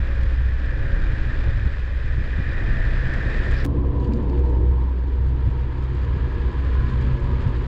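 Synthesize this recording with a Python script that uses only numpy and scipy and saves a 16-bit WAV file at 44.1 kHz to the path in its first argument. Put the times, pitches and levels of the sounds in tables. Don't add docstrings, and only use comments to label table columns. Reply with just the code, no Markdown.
import sys
import numpy as np
from scipy import signal
from scipy.fft import rfft, irfft
from scipy.io import wavfile
from scipy.ndimage import uniform_filter1d

SR = 44100
rng = np.random.default_rng(int(sys.argv[2]) if len(sys.argv) > 2 else 0)


def store_pcm(level_fs):
    pcm = np.round(np.clip(level_fs, -1, 1) * 32767).astype(np.int16)
    wavfile.write(sys.argv[1], SR, np.atleast_2d(pcm).T)


N = 338247
TIME_S = np.arange(N) / SR
FREQ_HZ = np.fft.rfftfreq(N, 1 / SR)
RIBBED_START_S = 3.65

# time_s, level_db
WIND_LEVEL = [(0, -24.5), (.25, -24.5), (.55, -26.5), (.8, -24.5), (1.1, -23), (1.6, -23), (1.8, -29),
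              (2.15, -24.5), (2.35, -26), (2.8, -22), (3.2, -26.5), (3.65, -24.5), (3.8, -28), (4.3, -28.5),
              (4.7, -27), (4.93, -35.5), (5.25, -27), (5.7, -31), (5.95, -30.5), (6.15, -28), (6.9, -27.5),
              (7.5, -24.5), (7.67, -30)]
# freq_hz, gain_db
SMOOTH_WIND_SPECTRUM = [(8, -15), (15, -1), (28, 2), (48, -2.5), (62, -9.5), (80, -12.5), (110, -11.5),
                        (135, -19.5), (160, -29), (250, -43.5)]
RIBBED_WIND_SPECTRUM = [(8, -13), (20, -9), (32, 2), (48, -0.5), (62, 0.5), (80, -2), (105, -5),
                        (135, -11.5), (160, -21), (250, -28.5)]
# time_s, fundamental_db, octave_db
HUM_LEVELS = [(0, -21, -43.5), (.6, -21, -37), (.85, -29.5, -35), (1.6, -26, -44.5), (1.85, -24, -38.5),
              (2.38, -24.5, -34), (2.6, -30, -30), (3.3, -26, -33), (3.8, -21.5, -26), (4.0, -21.5, -26),
              (4.2, -23.5, -32), (4.45, -17.5, -35), (4.76, -16.5, -28.5), (4.95, -22.5, -42),
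              (5.25, -18, -29), (5.6, -23, -33), (5.9, -23.5, -27.5), (6.3, -23, -30.5), (6.65, -21.5, -36),
              (6.97, -19, -24), (7.2, -23.5, -26), (7.45, -24.5, -26.5), (7.67, -30.5, -32)]
# time_s, rumble_db, song_db, hiss_db
SMOOTH_TYRE_LEVELS = [(0, -37.5, -40.5, -51.5), (.4, -42, -40, -53.5), (.9, -37, -36.5, -52),
                      (1.55, -38, -38.5, -51), (1.9, -42, -42, -54), (2.5, -37, -35.5, -51),
                      (2.9, -36.5, -34, -50), (3.3, -34, -33, -48), (3.65, -34, -35, -49)]
RIBBED_TYRE_LEVELS = [(3.65, -29, -45, -55.5), (4.05, -30.5, -44.5, -55), (4.2, -30.5, -44, -53.5),
                      (4.42, -32.5, -44.5, -53.5), (4.62, -32, -45, -55), (4.85, -37.5, -42.5, -54),
                      (4.98, -37, -51, -54), (5.45, -37.5, -46.5, -52), (5.7, -38, -46.5, -50.5),
                      (6.3, -35.5, -46, -48), (6.85, -36, -46.5, -46.5), (7.14, -36, -44.5, -46),
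                      (7.195, -37, -49, -51), (7.25, -36, -41.5, -48), (7.42, -35.5, -43.5, -45.5),
                      (7.67, -35.5, -47, -48.5)]
# freq_hz, gain_db
SMOOTH_RUMBLE_SPECTRUM = [(90, -1), (160, 1.5), (260, 0.5), (400, -4.5), (540, -4.5), (720, -15),
                          (1000, -20), (1600, -55.5)]
RIBBED_RUMBLE_SPECTRUM = [(90, 1.5), (160, 0), (260, 1), (400, -1.5), (490, -5), (560, -9), (720, -16.5),
                          (1000, -28), (1600, -50.5)]
# time_s, centre_hz
SMOOTH_SONG_PITCH = [(0, 1734), (1, 1702), (2.7, 1768), (3.15, 1731), (3.65, 1751)]
RIBBED_SONG_PITCH = [(3.65, 1034), (4.08, 985.6), (4.35, 919), (4.85, 958.5), (5.7, 935), (6.05, 1002),
                     (6.42, 970), (6.6, 1045), (6.9, 1022), (7.3, 970), (7.67, 998)]
# freq_hz, gain_db
SMOOTH_HISS_SPECTRUM = [(500, 1), (800, 3.5), (1200, 8.5), (1900, 6), (2200, 3), (2420, 9.5), (2750, 0.5),
                        (3700, -1), (4400, -8), (4950, -8), (5900, -18), (7700, -21.5), (8900, -37),
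                        (12500, -47)]
RIBBED_HISS_SPECTRUM = [(500, -12.5), (900, 3), (1300, 5), (1450, 1.5), (1680, 7), (2150, -2.5),
                        (2380, -1.5), (2650, -5.5), (3200, -5.5), (4700, -16), (5900, -27.5), (7600, -29.5),
                        (8700, -47), (12500, -52)]
# time_s, level_db
CHATTER_LEVEL = [(0, -73.5), (3, -74.5), (3.64, -65), (3.67, -75), (3.95, -76.5), (4.02, -65), (4.1, -72),
                 (4.4, -70), (4.52, -71), (4.65, -74.5), (5.6, -70.5), (6.9, -66), (7.67, -64.5)]
# start_s, level_db, hardness (0-1)
HANDLEBAR_TICKS = [(0.2344, -45, 0.05), (3.137, -44, .6), (3.2706, -48, .2), (3.4575, -51, .8),
                   (3.5134, -43, 0.8), (3.5423, -44, 0), (4.0064, -55, .1), (4.0238, -56, .4),
                   (4.045, -54, 0.5), (4.072, -56, .6), (4.1232, -56, .7), (4.135, -45, 0.4),
                   (4.17, -53, .6), (4.227, -55, .6), (4.296, -48, 0), (4.351, -56, .1), (4.3914, -50, .9),
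                   (4.4963, -54, .8), (4.5077, -59, .9), (5.275, -57, .6), (5.4555, -56, .6),
                   (5.8243, -52.5, .5), (5.8377, -52, .5), (5.9494, -51, .4), (6.648, -54, 0.4),
                   (7.011, -52, .5), (7.2025, -54, .6)]
# freq_hz, gain_db
DULL_SPECTRUM = [(1200, -15), (2900, 0), (3500, -3), (4400, 1), (4830, 1), (5300, -9), (5900, -11.5),
                 (6700, -9), (7700, -12.5), (8800, -25.5), (12000, -37.5)]
CRISP_SPECTRUM = [(1200, -19), (3000, -4.5), (4800, 1.5), (5800, -2), (7500, 1.5), (8800, -14.5),
                  (11500, -19.5), (13500, -26.5)]
# start_s, end_s, first_hz, last_hz, level_db, roughness
WHINES_AND_DRONES = [(0.032, 0.332, 562, 523, -45, .2), (0.724, 1.0, 545, 560, -45.5, 0.1),
                     (0.699, 1.648, 312.5, 323.7, -46, 0.99), (0.722, 1.0, 1565, 1605, -44, .1),
                     (1.377, 1.62, 520, 566, -48, 0.1), (2.146, 3.62, 332.8, 338, -46, 0.95),
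                     (2.3, 2.52, 1810, 1820, -46, 0.12), (2.494, 3.598, 652, 668, -50.5, 0.74),
                     (2.58, 3.296, 1795, 1780, -42.5, 0.01), (2.782, 3.02, 1730, 1700, -44, 0.13),
                     (3.25, 3.657, 1815, 1789, -40.5, 0.02), (3.637, 5.1, 180, 178.7, -38.5, 1.2),
                     (3.612, 4.5, 281, 285.6, -32, 1), (3.9, 4.854, 481.6, 474, -38.5, 0.32),
                     (3.899, 4.14, 993, 972, -44.5, 0.05), (4.073, 4.215, 224.5, 231.4, -26.5, 0.4),
                     (4.305, 4.39, 358.4, 366, -31, 0.5), (4.38, 4.58, 910, 928, -44.5, 0.28),
                     (4.483, 4.66, 293.4, 309, -32, 0.4), (4.3, 4.73, 390, 395, -40.5, 1),
                     (6, 7.671, 176.8, 179.4, -41.5, 0.28), (6.12, 7.45, 1662, 1685, -50.5, 0.08),
                     (6.551, 7.07, 1052, 1013, -47, 0.19), (6.602, 7.67, 355.3, 358.7, -47.5, 0.34),
                     (6.7, 6.9, 1450, 1460, -49, 0.02), (6.779, 7.52, 223.8, 245.8, -37, .2),
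                     (6.85, 7.08, 1528, 1540, -52, 0.04), (6.897, 7.56, 556, 571, -47, 0.07),
                     (7.27, 7.46, 1216, 1240, -48, 0)]
# peak_s, length_s, level_db, pitch_hz
GUST_THUMPS = [(0.231, 0.06, -17.5, 33.9), (0.247, 0.034, -21, 85), (0.415, 0.08, -26, 36.8),
               (0.956, 0.055, -16, 35), (0.964, 0.035, -24, 70), (1.018, 0.029, -25, 105.6),
               (1.073, 0.087, -20, 28.2), (1.225, 0.047, -18, 35), (1.299, 0.03, -26, 99),
               (1.476, 0.055, -17.5, 72), (1.563, 0.064, -20.5, 36), (1.667, 0.026, -10, 72.7),
               (2.182, 0.03, -24.5, 110), (2.396, 0.022, -11.5, 84.9), (2.689, 0.051, -23.5, 118),
               (2.745, 0.072, -21, 38), (2.847, 0.097, -19, 33.1), (2.865, 0.022, -24, 109),
               (2.978, 0.055, -26, 32.75), (3.068, 0.027, -25, 109), (3.18, 0.026, -22, 114.6),
               (3.262, 0.025, -22.5, 109.2), (3.38, 0.06, -22, 30), (3.503, 0.038, -28, 124),
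               (3.54, 0.063, -18.5, 34), (4.187, 0.046, -27, 150), (5.477, 0.046, -19.5, 105),
               (6.16, 0.038, -22, 90), (7.475, 0.042, -17.5, 85)]
# start_s, end_s, first_hz, last_hz, width_hz, level_db, judder_db
GEAR_SCRAPES = [(0.699, 1.15, 2410, 2363, 120, -53.5, .5), (1.198, 1.65, 2430, 2440, 130, -55.5, -2),
                (2.27, 2.763, 2376, 2455, 60, -51, 0), (3.15, 3.648, 2460, 2440, 60, -56, .5),
                (3.525, 3.655, 4650, 4720, 1300, -51, 5), (3.98, 4.07, 3000, 3080, 1090, -58, 8),
                (4.335, 4.41, 3210, 3180, 1500, -58.5, 5)]
# start_s, level_db, pitch_hz
METAL_STRIKES = [(3.1375, -40, 4850), (3.999, -47, 4020), (4.011, -48, 2980), (4.034, -42, 2850),
                 (4.049, -41, 2900), (4.1235, -39, 2430), (4.1345, -43, 3730), (4.1355, -39, 4720),
                 (4.2985, -47, 4330), (4.35, -45, 2800), (4.377, -45, 2900), (4.4595, -48.5, 4100)]
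# pitch_ratio, gain_db, t60_s
METAL_MODES = [(.61, -4, 0.035), (.82, -7, .025), (1, 1, 0.041), (1.05, -13, .045), (1.38, -13.5, .04),
               (1.62, -16, 0.032)]
# start_s, level_db
CUT_CLICKS = [(3.646, -26), (3.65, -17), (3.6539, -20), (3.663, -25)]
# centre_hz, width_hz, gain_db
FRAME_MODES = [(237, 3.1, -5), (277.7, 9.2, 7), (354.5, 21, 6.5), (389, 17, 3), (477.3, 28, 7)]


def amp(db):
    return 10 ** (np.asarray(db) / 20)


def unit(x):
    return x / np.sqrt(np.mean(x ** 2) + 1e-20)


def follow(rows):
    times_s, *columns = np.transpose(rows)
    return [np.interp(TIME_S, times_s, column) for column in columns]


def shape(spectrum):
    hz, db = np.transpose(spectrum)
    gain = amp(np.interp(np.log(FREQ_HZ + 1), np.log(hz), db))
    return gain / np.maximum(FREQ_HZ / hz[-1], 1) ** 5


def noise(gain):
    return unit(irfft(rfft(rng.standard_normal(N)) * gain, N))


def drift(rate_hz):
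    return noise(1 / (1 + (FREQ_HZ / rate_hz) ** 4))


def steadied(x, span_s):
    size = int(span_s * SR)
    power = uniform_filter1d(uniform_filter1d(x ** 2, size), size)
    return x / np.sqrt(abs(power) + 1e-9)


def add(mix, start_s, sound):
    part = mix[round(start_s * SR):][:len(sound)]
    part += sound[:len(part)]


def noise_band(centre_curve, width_hz, skirt):
    phase = 2 * np.pi * np.cumsum(follow(centre_curve)[0]) / SR
    gain = 1 / np.sqrt(1 + (2 * FREQ_HZ / width_hz) ** skirt)
    return unit(noise(gain) * np.cos(phase) + noise(gain) * np.sin(phase))


def wind(spectrum, gain_db=3.0, swell_hz=3):
    level_db = follow(WIND_LEVEL)[0] + gain_db + drift(swell_hz)
    return amp(level_db) * steadied(noise(shape(spectrum)), span_s=0.084)


def hub_motors(cruise_hz=62.42, ribbed_rise_hz=0.896, waver=0.0081):
    low_db, octave_db = follow(HUM_LEVELS)
    low_db = low_db - 0.5 - 0.55 * drift(3.2)
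    octave_db = octave_db - 2.5 + 0.5 * drift(1.2)
    pitch_hz = (cruise_hz + ribbed_rise_hz * (TIME_S > RIBBED_START_S)) * (1 + waver * drift(9.4))
    phase = 2 * np.pi * np.cumsum(pitch_hz) / SR
    low = amp(low_db + 1.5 * drift(24)) * np.sin(phase + 0.19 * drift(51))
    octave = amp(octave_db + 1.6 * drift(29)) * np.sin(2 * phase + 0.51 * drift(7))
    return np.sqrt(2) * (low + octave)


def tyre_hiss(spectrum, grain_db):
    grit = rng.standard_normal(N) * amp(grain_db * drift(450) + 0.5 * drift(17))
    return unit(irfft(rfft(grit) * shape(spectrum), N))


def smooth_stretch(song_gain_db=-3, hiss_gain_db=8, core_db=-11):
    rumble_db, song_db, hiss_db = follow(SMOOTH_TYRE_LEVELS)
    rumble = amp(rumble_db + 1.1 * drift(30)) * noise(shape(SMOOTH_RUMBLE_SPECTRUM))
    band = noise_band(SMOOTH_SONG_PITCH, width_hz=384, skirt=4.34)
    core = amp(core_db) * noise_band(SMOOTH_SONG_PITCH, width_hz=150, skirt=4.6)
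    song = amp(song_db + song_gain_db + 0.8 * drift(40)) * unit(band + core)
    hiss = amp(hiss_db + hiss_gain_db) * tyre_hiss(SMOOTH_HISS_SPECTRUM, grain_db=2.05)
    return rumble + song + hiss


def rattle(tick_gain_db=-4, chatter_per_s=300, spread_db=4.5, snap_s=0.0016, settle_s=0.0084):
    scatter_db = spread_db * np.minimum(rng.standard_normal(N), 2)
    hits = rng.random(N) < chatter_per_s / SR
    dull = hits * amp(follow(CHATTER_LEVEL)[0] + scatter_db)
    crisp = np.zeros(N)
    for start_s, level_db, hardness in HANDLEBAR_TICKS:
        impulse = amp([level_db + tick_gain_db])
        add(dull, start_s, impulse * np.sqrt(1 - hardness))
        add(crisp, start_s, impulse * np.sqrt(hardness))
    t = np.arange(SR // 20) / SR
    attack = 1 - np.exp(-t / 0.00014)
    envelope = attack * (np.exp(-t / snap_s) + 0.24 * np.exp(-t / settle_s))
    return sum(signal.oaconvolve(knocks, envelope)[:N] * noise(shape(spectrum))
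               for knocks, spectrum in ((dull, DULL_SPECTRUM), (crisp, CRISP_SPECTRUM)))


def whines_and_drones(gain_db=-2, waver=0.0041, rough_waver=0.02, flutter_db=1.5, rough_flutter_db=2.5):
    out, sway, shake = np.zeros(N), drift(26), drift(27)
    for start_s, end_s, first_hz, last_hz, level_db, roughness in WHINES_AND_DRONES:
        progress = np.linspace(0, 1, round((end_s - start_s) * SR))
        span = (np.arange(len(progress)) + int(rng.random() * N)) % N
        arch = (4 * progress * (1 - progress)) ** 0.29
        glide_hz = first_hz + (last_hz - first_hz) * progress
        pitch_hz = glide_hz * (1 + (waver + roughness * rough_waver) * sway[span])
        flutter = unit(amp((flutter_db + roughness * rough_flutter_db) * shake[span]))
        tone = np.sqrt(2) * np.sin(2 * np.pi * np.cumsum(pitch_hz) / SR)
        add(out, start_s, amp(level_db + gain_db) * arch * flutter * tone)
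    return out


def gusts(swirl=0.64):
    out = np.zeros(N)
    for (peak_s, length_s, level_db, pitch_hz), turn in zip(GUST_THUMPS, rng.random(len(GUST_THUMPS))):
        swing = np.sin(2 * np.pi * (pitch_hz * TIME_S + turn))
        ratio = FREQ_HZ / pitch_hz
        turbulence = steadied(noise(ratio ** 2 / (1 + ratio ** 4.72)), span_s=0.037)
        envelope = np.exp(-(2 * (TIME_S - peak_s) / length_s) ** 2)
        out += amp(level_db) * envelope * (swing + swirl * turbulence)
    return out


def scrapes(judder_hz=140):
    out, judder = np.zeros(N), drift(judder_hz)
    for start_s, end_s, first_hz, last_hz, width_hz, level_db, judder_db in GEAR_SCRAPES:
        progress = np.clip((TIME_S - start_s) / (end_s - start_s), 0, 1)
        swell = np.sqrt(np.sin(np.pi * progress))
        band = noise_band([(start_s, first_hz), (end_s, last_hz)], width_hz, skirt=5)
        out += amp(level_db) * swell * unit(amp(judder_db * judder)) * band
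    return out


def clinks(attack_s=0.0003, contact_s=0.001, free_ring=0.22):
    out, t = np.zeros(N), np.arange(SR // 12) / SR
    attack = 1 - np.exp(-(t / attack_s) ** 2)
    for start_s, level_db, pitch_hz in METAL_STRIKES:
        for pitch_ratio, gain_db, t60_s in METAL_MODES:
            decay = np.exp(-t / contact_s) + free_ring * amp(-60 * t / t60_s)
            mode = np.sin(2 * np.pi * pitch_hz * pitch_ratio * t)
            add(out, start_s, amp(level_db + gain_db) * attack * decay * mode)
    return out


def cut_clicks(decay_s=0.002):
    out, t = np.zeros(N), np.arange(SR // 50) / SR
    for start_s, level_db in CUT_CLICKS:
        add(out, start_s, amp(level_db) * np.exp(-t / decay_s))
    return out


def ribbed_stretch(rumble_gain_db=0.48, song_gain_db=-2.5, hiss_gain_db=3.5, core_db=-4):
    rumble_db, song_db, hiss_db = follow(RIBBED_TYRE_LEVELS)
    frame_power = sum(amp(gain_db) ** 2 / (1 + (2 * (FREQ_HZ - centre_hz) / width_hz) ** 2) ** 2
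                      for centre_hz, width_hz, gain_db in FRAME_MODES)
    drone = noise(shape(RIBBED_RUMBLE_SPECTRUM) * np.sqrt(1 + frame_power))
    rumble = amp(rumble_db + rumble_gain_db) * steadied(drone, span_s=0.11)
    band = noise_band(RIBBED_SONG_PITCH, width_hz=193, skirt=3.7)
    core = amp(core_db) * noise_band(RIBBED_SONG_PITCH, width_hz=56, skirt=2.6)
    song = amp(song_db + song_gain_db + drift(21)) * (band + core)
    hiss = amp(hiss_db + hiss_gain_db) * tyre_hiss(RIBBED_HISS_SPECTRUM, grain_db=1.5)
    return rumble + song + hiss


def scene():
    blend = np.clip((TIME_S - RIBBED_START_S) * SR / 128, 0, 1)
    smooth = smooth_stretch() + wind(SMOOTH_WIND_SPECTRUM)
    ribbed = ribbed_stretch() + wind(RIBBED_WIND_SPECTRUM)
    scooter = hub_motors() + whines_and_drones() + rattle() + clinks() + scrapes()
    return ((1 - blend) * smooth + blend * ribbed + gusts() + scooter + cut_clicks())[None]


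def record(dry):
    cutoff_hz = 15800
    eased = dry * signal.windows.tukey(N, 0.001)
    lowpass = signal.firwin(511, cutoff_hz, window=("kaiser", 9), fs=SR)
    return signal.oaconvolve(eased, lowpass[None], "same")


dry = scene()
out = record(dry)
store_pcm(out)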